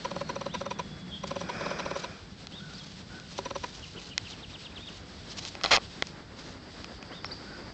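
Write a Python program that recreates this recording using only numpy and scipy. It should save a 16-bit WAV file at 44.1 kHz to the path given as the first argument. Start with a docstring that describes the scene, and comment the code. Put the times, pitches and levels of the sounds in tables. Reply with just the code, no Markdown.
"""Zoom camera in a summer pasture

A small hand-held camera buzzes as its zoom motor runs in short bursts of steps, each kicking the lens barrel.
Fingers click and scrape on the nearby case, which rings at its own pitches.
Grass swishes as clouds of tiny snaps, birds chirp in gliding tones, and insects shrill as a narrow hiss.
Behind them a distant engine drones and fades, a rush of air passes, and noise makes the wind and leaves."""
import sys
import numpy as np
from scipy import signal
from scipy.fft import rfft, irfft, next_fast_len
from scipy.io import wavfile
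from scipy.ndimage import map_coordinates

SR = 44100
rng = np.random.default_rng(int(sys.argv[2]) if len(sys.argv) > 2 else 0)


def log_audio(samples):
    """Write samples as a 16-bit WAV file to the path given in sys.argv[1]."""
    # one column per channel
    frames = np.atleast_2d(samples).T
    # limit to full scale, then quantise
    limited = np.clip(frames, -1, 1)
    pcm = np.round(limited * 32767).astype(np.int16)
    wavfile.write(sys.argv[1], SR, pcm)


N = 340893
TIME = np.arange(N) / SR   # seconds


def from_db(db):
    """Turn decibels into a gain."""
    return 10 ** (np.asarray(db) / 20)


def rms_one(x):
    """Scale a sound to unit power."""
    return x / np.sqrt(np.mean(x ** 2) + 1e-20)


def in_time(rows):
    """Join the points of each column by straight lines, sample by sample."""
    s, *columns = np.transpose(rows)
    return [np.interp(TIME, s, column) for column in columns]


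def drift(rate):
    """Wander smoothly at random, with so many new values per second and a spread of 1."""
    knots = rng.standard_normal(int(N / SR * rate) + 4)
    return rms_one(map_coordinates(knots, [TIME * rate], order=2, mode="nearest"))


def band(x, low_hz, high_hz):
    """Keep only the pitches between two limits."""
    sos = signal.butter(2, [low_hz, min(high_hz, .45 * SR)], "band", fs=SR, output="sos")
    return signal.sosfilt(sos, x)


def coloured(x, spectrum):
    """Shape a noise with a smooth spectrum, then scale it to unit power."""
    hz, db = np.transpose(spectrum)
    size = next_fast_len(N)
    bin_hz = np.maximum(np.arange(size // 2 + 1) * SR / size, 1)
    gain = from_db(np.interp(np.log(bin_hz), np.log(hz), db))
    return rms_one(irfft(rfft(x, size) * gain, size)[:N])


def ring(clicks, hz, t60):
    """Let each click set off a sine that dies by 60 dB in t60 seconds; a unit click starts it at height 1."""
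    decay = from_db(-60 / (t60 * SR))
    turn = 2 * np.pi * hz / SR
    return signal.lfilter([0, np.sin(turn)], [1, -2 * decay * np.cos(turn), decay * decay], clicks + 1e-18)


def grains(per_s, spread_db):
    """Scatter tiny contacts of uneven size and random sign."""
    hits = rng.random(N) < per_s / SR
    signs = rng.choice([-1, 1], N)
    return hits * signs * from_db(spread_db * np.clip(rng.standard_normal(N), -2, 2))


def add(track, s, sound):
    """Mix a short sound into a track at a time in seconds."""
    at = max(round(s * SR), 0)
    track[at:at + len(sound)] += sound[:max(N - at, 0)]


def swell(s, half_s):
    """Rise and fall like a bell curve, 1 at its peak."""
    return np.exp(-((TIME - s) / half_s) ** 2 / 2)


def stroke(s, length_s, attack_s, sag_db_per_s, release_s):
    """Rise quickly, sag while held, then let go."""
    age = TIME - s
    attack = np.clip(age / attack_s, 0, 1)
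    hold = from_db(-sag_db_per_s * np.clip(age - attack_s, 0, length_s))
    return attack * hold * np.exp(-np.maximum(age - length_s, 0) / release_s)


# Runs of the zoom motor. Each row: start in seconds, length in seconds.
ZOOM_RUNS = [(0.048, 0.011), (0.1108, 0.0051), (0.162, 0.0043), (.2106, 0.0064), (0.2937, 0.011),
             (0.36, 0.005), (0.4108, 0.0069), (0.461, .0062), (0.541, 0.015), (.609, 0.0068), (.661, 0.005),
             (0.71, 0.008), (.7923, 0.01), (1.2368, 0.005), (1.3085, 0.0067), (1.3602, 0.007), (1.41, .006),
             (1.491, 0.012), (1.608, .006), (1.6606, 0.0047), (1.709, .006), (1.7907, 0.015),
             (1.858, 0.0065), (1.909, 0.0064), (1.9572, 0.0075), (2.038, 0.01), (3.386, 0.0045),
             (3.4562, 0.008), (3.507, 0.0049), (3.555, 0.0077), (3.637, 0.01)]
# Ringing pitches of the lens barrel. Each row: pitch in Hz, strength in dB, time to die by 60 dB in seconds.
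BARREL_MODES = [(248, -11.5, 0.043), (386, -11, 0.087), (558.6, -6, 0.053), (820, -0.5, 0.013),
                (981, -2, 0.027), (1320, -5.5, 0.018), (1990, -21, 0.016), (2430, -17, 0.031),
                (2944, -19.5, 0.007), (3960, -7.5, 0.0068), (4900, -24, 0.0042)]
STEP_HZ, NUDGE_HZ, DRIVER_HZ = 495.5, 538, 5857   # step rate of long runs and of short nudges; coil whistle
RUN_DB, NUDGE_DB, KNOCK_DB = -31.5, -33.5, -30   # typical step of a run and of a nudge; the knock ending a nudge


def zoom_motor(lead_s=0.0059, driver_db=-16, grit_db=-7.5, rattle_db=-9, first_step_db=-5, tail_s=0.0082,
               colour_db=1.5):
    """The coils whistle, then each step kicks the lens barrel; gears grind, and knock when a short nudge stops."""
    kicks, powered, turning = np.zeros((3, N))
    for s, length in ZOOM_RUNS:
        nudge = length < .008
        step_s, db = (1 / NUDGE_HZ, NUDGE_DB) if nudge else (1 / STEP_HZ, RUN_DB)
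        count = max(round(length / step_s), 1)
        sizes = from_db(db + 2 * rng.standard_normal(16))   # steps kick unevenly
        add(kicks, s - step_s, sizes[-1:] * from_db(first_step_db))
        for k in range(count):
            add(kicks, s + k * step_s, sizes[k:k + 1])
        if nudge:
            add(kicks, s + (count - 1) * step_s, from_db([KNOCK_DB]))
        power_shape = signal.windows.tukey(round((length + lead_s) * SR), .3)
        add(powered, s - lead_s, from_db(db) * power_shape)
        add(turning, s - step_s, from_db(db) * np.ones(round((length + step_s) * SR)))

    # loose gear teeth chatter on for a moment and shake the barrel too
    fade = np.exp(-1 / (tail_s * SR))
    grinding = powered / 2 + signal.lfilter([1 - fade], [1, -fade], turning)
    rattle = from_db(rattle_db) * np.sqrt(STEP_HZ / SR) * grinding * rng.standard_normal(N)
    shaking = kicks + rattle

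    barrel = np.zeros(N)
    for k, (hz, db, t60) in enumerate(BARREL_MODES):
        uneven = shaking * from_db(colour_db * drift(25.04))   # each pitch varies in strength on its own
        barrel += (-1) ** k * from_db(db) * ring(uneven, hz, t60)
    whistle = rms_one(band(rng.standard_normal(N), DRIVER_HZ - 90, DRIVER_HZ + 90))
    grit = rms_one(band(band(grains(6000, 7.4), 540, 3830), 300, 6500))
    return barrel + from_db(driver_db) * powered * whistle + from_db(grit_db) * grinding * grit


# Clicks on the camera case. Each row: start in seconds, strength in dB before the case colours it,
# brightness in dB per octave.
CASE_CLICKS = [(2.470, -37, 3.5), (3.199, -46.5, 10), (4.1789, -24.5, 10.5), (5.451, -38.5, 12.5),
               (5.552, -32.5, -3), (5.612, -34.5, 0), (5.6361, -28.5, 7), (5.6409, -21.5, 3),
               (5.6483, -24, -4.5), (5.66, -23.5, -1.5), (5.7352, -22, 1), (5.7645, -23.5, 9),
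               (5.772, -21.5, -2), (5.781, -32, -7.5), (6.0234, -20, 0), (6.070, -44.5, 10.5),
               (6.844, -33.5, 3.5), (7.027, -37.5, 0), (7.2449, -27, 0.5)]
# Ringing pitches of the plastic case, for clicks and drags alike. Each row: pitch in Hz, relative strength in dB,
# time to die by 60 dB in seconds.
CASE_MODES = [(550, -1.5, 0.0086), (779, -2, 0.018), (1113, -4, 0.017), (1340, -3, 0.013),
              (2080, 1, 0.0097), (2523, -2, 0.014), (3255, 3, 0.006), (4160, 2.5, 0.0083),
              (5160, 4, 0.0031), (6780, -4.5, 0.0046)]
CLICK_PIVOT_HZ = 2090   # brightness tilts a click about this pitch


def case_clicks(scatter_db=3.5, soft_hz=6500):
    """Single finger clicks set the plastic case ringing, each with its own brightness."""
    s, click_db, brightness = np.transpose(CASE_CLICKS)
    at = np.round(s * SR).astype(int)
    clicks = np.zeros(N)
    for k, (hz, db, t60) in enumerate(CASE_MODES):
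        strength = click_db + brightness * np.log2(hz / CLICK_PIVOT_HZ)
        softness = 1 / (1 + (hz / soft_hz) ** 4)   # a contact excites the top pitches less
        blows = np.zeros(N)
        blows[at] = softness * from_db(strength + db + scatter_db * rng.standard_normal(len(at)))
        clicks += (-1) ** k * ring(blows, hz, t60)
    return clicks


# A finger drags over the case. Each row: start in seconds, length in seconds, level in dB of the ringing part
# before the drag sags.
DRAGS = [(5.636, 0.013, -31), (5.645, 0.066, -37), (5.707, 0.057, -17.5)]
DRAG_ATTACK_S, DRAG_SAG_DB_PER_S, DRAG_RELEASE_S = 0.0086, 96, 0.0057


def finger_drags(slips_per_s=7000, slip_spread_db=3, rub_db=-10):
    """A dense run of finger slips rings the same case, with a duller rub underneath."""
    slips = grains(slips_per_s, slip_spread_db)
    scrape = np.zeros(N)
    for k, (hz, db, t60) in enumerate(CASE_MODES):
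        scrape += (-1) ** k * from_db(db) * ring(slips, hz, t60)
    rub = from_db(rub_db) * rms_one(band(grains(slips_per_s, slip_spread_db), 230, 4000))
    pressure = np.zeros(N)
    for s, length, db in DRAGS:
        pressure += from_db(db) * stroke(s, length, DRAG_ATTACK_S, DRAG_SAG_DB_PER_S, DRAG_RELEASE_S)
    return pressure * (rms_one(scrape) + rub)


# Swishes of grass and leaves. Each row: peak time in seconds, half length in seconds,
# peak level in dB before flutter.
SWISHES = [(1.278, 0.007, -46), (1.991, 0.028, -45), (2.835, 0.11, -52.5), (3.32, .01, -45.5),
           (3.382, 0.019, -46), (3.73, 0.16, -50), (4.04, 0.031, -47.5), (4.314, 0.021, -44.5),
           (4.948, 0.054, -51.5), (5.312, .016, -44), (5.382, 0.01, -40), (5.455, 0.034, -40),
           (6.459, 0.052, -50.5)]
# Tone of a swish. Each row: pitch in Hz, relative level in dB.
SWISH_COLOUR = [(290, -37), (500, -9.5), (1150, -8.5), (1660, -14), (2500, -6.5), (4250, -1), (7330, -11),
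                (9000, -32), (11700, -61), (19800, -120)]


def grass(blades_per_s=3200, blade_spread_db=4, flutter_db=3.0):
    """Each swish is a fluttering cloud of tiny blade snaps."""
    level = sum(from_db(db) * swell(s, half) for s, half, db in SWISHES)
    flutter = from_db(flutter_db * drift(110))
    return level * flutter * coloured(grains(blades_per_s, blade_spread_db), SWISH_COLOUR)


BUZZ_START_S, BUZZ_PERIOD_S, BUZZ_DB = 3.82, .142, -44.5
TRILL_START_S, TRILL_PERIOD_S, TRILL_DB = 4.315, .1105, -43   # level of the first sweep
TRILL_GROWTH_DB, PIP_LAG_S, PIP_DB = 0.77, .071, -51   # growth per sweep; each pip follows its sweep


def song(buzz_count=4, sweep_count=6):
    """List one song's calls: a row of buzzes, then a growing trill of falling sweeps with soft pips between."""
    buzzes = [(BUZZ_START_S + k * BUZZ_PERIOD_S, "buzz", BUZZ_DB) for k in range(buzz_count)]
    sweeps = [(TRILL_START_S + k * TRILL_PERIOD_S, "sweep", TRILL_DB + k * TRILL_GROWTH_DB)
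              for k in range(sweep_count)]
    pips = [(s + PIP_LAG_S, "pip", PIP_DB) for s, _, _ in sweeps[:-1]]
    return buzzes + sweeps + pips


# The birds' notes by name. Each entry: length in seconds, start, middle and end pitch in Hz, roughness from 0 to 1.
NOTES = {"whistle": (.098, 2660, 3660, 3170, .25), "coo": (0.143, 1410, 1495, 1420, .43),
         "chip": (.026, 4450, 5450, 3900, 0.65), "upslur": (0.028, 3520, 4800, 4200, 0.34),
         "peep": (.057, 5000, 3400, 3600, .1), "rasp": (.071, 3550, 3330, 3310, .6),
         "buzz": (0.039, 2890, 3000, 2200, 0.73), "sweep": (.029, 4000, 3330, 2430, 0.11),
         "pip": (0.015, 2200, 2540, 2200, .1)}
# Single bird calls. Each row: start in seconds, name of the note, level in dB before flutter.
BIRD_CALLS = [(.492, "whistle", -46), (1.111, "rasp", -37.5), (2.516, "whistle", -44), (2.59, "coo", -48),
              (2.74, "upslur", -45), (2.772, "chip", -46), (2.776, "peep", -45), (3.09, "coo", -47.5),
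              (4.775, "whistle", -48), (5.295, "chip", -44), (7.112, "whistle", -46),
              (7.247, "chip", -38.5), (7.31, "upslur", -35), (7.45, "coo", -48.5)]


def birds(waver=0.077, flutter_db=4, echo_db=-8, echo_s=0.12):
    """Tones glide through three pitches; rough ones waver in pitch and level; the trees scatter them."""
    voices = np.zeros(N)
    wobble = waver * drift(500)
    flutter = flutter_db * drift(200)
    for s, note, db in BIRD_CALLS + song():
        length, start_hz, middle_hz, end_hz, rough = NOTES[note]
        u = np.linspace(0, 1, round(length * SR))   # progress through the note
        now = np.minimum(round(s * SR) + np.arange(len(u)), N - 1)
        glide = np.polyval(np.polyfit([0, .5, 1], [start_hz, middle_hz, end_hz], 2), u)
        hz = glide * (1 + rough * wobble[now])
        shape = np.sqrt(np.maximum(np.sin(np.pi * u), 0))
        level = from_db(db + rough * flutter[now]) * shape
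        add(voices, s, level * np.sin(2 * np.pi * np.cumsum(hz) / SR))
    trees = rng.standard_normal(SR // 2) * np.exp(-TIME[:SR // 2] / echo_s)
    echo = signal.fftconvolve(voices, trees / np.linalg.norm(trees))[:N]
    return voices + from_db(echo_db) * echo


INSECT_DB, INSECT_HZ, INSECT_PEAK_S, INSECT_SWELL_S = -55, 4750, 7.42, 0.62


def insects(spread_hz=260):
    """Many far insects blur into one narrow hiss that swells to a peak and eases off."""
    level = from_db(INSECT_DB) * swell(INSECT_PEAK_S, INSECT_SWELL_S)
    return level * rms_one(band(rng.standard_normal(N), INSECT_HZ - spread_hz, INSECT_HZ + spread_hz))


# The engine drones, drops away and returns faintly. Each row: time in seconds, drone level in dB before drone_db.
DRONE = [(0.1, -51), (0.12, -45.5), (1.79, -45), (2.17, -57), (2.58, -49), (4.01, -55.5), (5.49, -55),
         (7.6, -55.5)]
# a thin whine sinks from one pitch to another, then dies
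WHINE_DB, WHINE_HIGH_HZ, WHINE_LOW_HZ = -56, 4310, 3390   # peak level before flicker
WHINE_SINK_S, WHINE_SETTLE_S, WHINE_END_S = .33, .78, 1.38


def far_engine(low_hz=145, high_hz=205, drone_db=1, whine_release_s=.07):
    """A low band of noise makes a blurred drone, and an unsteady sine makes the thin, sinking whine."""
    drone_level = from_db(drone_db + in_time(DRONE)[0])
    drone = drone_level * rms_one(band(rng.standard_normal(N), low_hz, high_hz))
    hz = np.interp(TIME, [WHINE_SINK_S, WHINE_SETTLE_S], [WHINE_HIGH_HZ, WHINE_LOW_HZ])
    unsteady_hz = hz * (1 + 0.0099 * drift(180))
    fade = np.exp(-np.maximum(TIME - WHINE_END_S, 0) / whine_release_s)
    whine_level = from_db(WHINE_DB + 3.1 * drift(30)) * fade
    return drone + whine_level * np.sin(2 * np.pi * np.cumsum(unsteady_hz) / SR)


# Tone of the rush of air. Each row: pitch in Hz, relative level in dB.
RUSH_COLOUR = [(180, -21), (300, -1.5), (630, -1), (864, -8.5), (1480, -2), (2110, -12), (2450, -3),
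               (2860, -25), (3320, -13), (4250, -25), (5010, -10.5), (6690, -27.5), (8000, -32),
               (10400, -64), (17600, -120)]
RUSH_DB, RUSH_START_S, RUSH_LENGTH_S = -36.5, 1.364, 0.75   # level before it sags
RUSH_ATTACK_S, RUSH_SAG_DB_PER_S, RUSH_RELEASE_S = 0.28, 20.5, 0.1


def rush():
    """A broad, soft rush of air is shaped noise that swells, sags and dies."""
    level = stroke(RUSH_START_S, RUSH_LENGTH_S, RUSH_ATTACK_S, RUSH_SAG_DB_PER_S, RUSH_RELEASE_S)
    return level * from_db(RUSH_DB) * coloured(rng.standard_normal(N), RUSH_COLOUR)


# The breeze over time. Each row: time in seconds, far murk in dB, leaf hiss in dB, both before their gains below.
BREEZE = [(0.0, -49.5, -50), (0.404, -49.5, -53), (1.1, -52, -54.5), (2.25, -54.5, -53),
          (3.76, -54.5, -51.5), (5.2, -53, -51.5), (5.58, -50, -51.5), (5.85, -53, -49), (6.23, -50, -54),
          (7.73, -49.5, -52)]
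# Tones of wind rumble, far murk and leaf hiss. Each row: pitch in Hz, relative level in dB.
RUMBLE_COLOUR = [(10, -35), (25, -14), (50, 2), (100, 4), (170, -6.5), (300, -9.5), (900, -54)]
MURK_COLOUR = [(80, -15), (230, 2), (400, -1), (900, -7.5), (1250, -9), (1500, -7.5), (2100, -11.5),
               (4000, -37.5), (9000, -51.5)]
HISS_COLOUR = [(600, -12.5), (2000, -4), (3400, 2.5), (4800, 3), (6300, -7), (8000, -8.5), (9500, -56.5)]
MURK_DB, HISS_DB = 2, -1   # gain of each on the breeze


def open_air(rumble_db=-51.5, flicker_db=2.11):
    """Wind rumble, far murk and leaf hiss are shaped noises that each waver on their own."""
    murk_db, hiss_db = in_time(BREEZE)
    layers = [(rumble_db, RUMBLE_COLOUR), (MURK_DB + murk_db, MURK_COLOUR), (HISS_DB + hiss_db, HISS_COLOUR)]
    air = np.zeros(N)
    for db, colour in layers:
        level = from_db(db + flicker_db * drift(25))
        air += level * coloured(rng.standard_normal(N), colour)
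    return air


def scene():
    """The camera's own noises in front of the pasture."""
    camera = zoom_motor() + case_clicks() + finger_drags()
    pasture = grass() + birds() + insects() + far_engine() + rush() + open_air()
    return (camera + pasture)[None]


def record(dry):
    """The treble rolls off, then is cut steeply."""
    dull = signal.sosfilt(signal.butter(4, 8100, fs=SR, output="sos"), dry)
    return signal.sosfilt(signal.ellip(10, .3, 75, 8800, fs=SR, output="sos"), dull)


dry = scene()
out = record(dry)
log_audio(out)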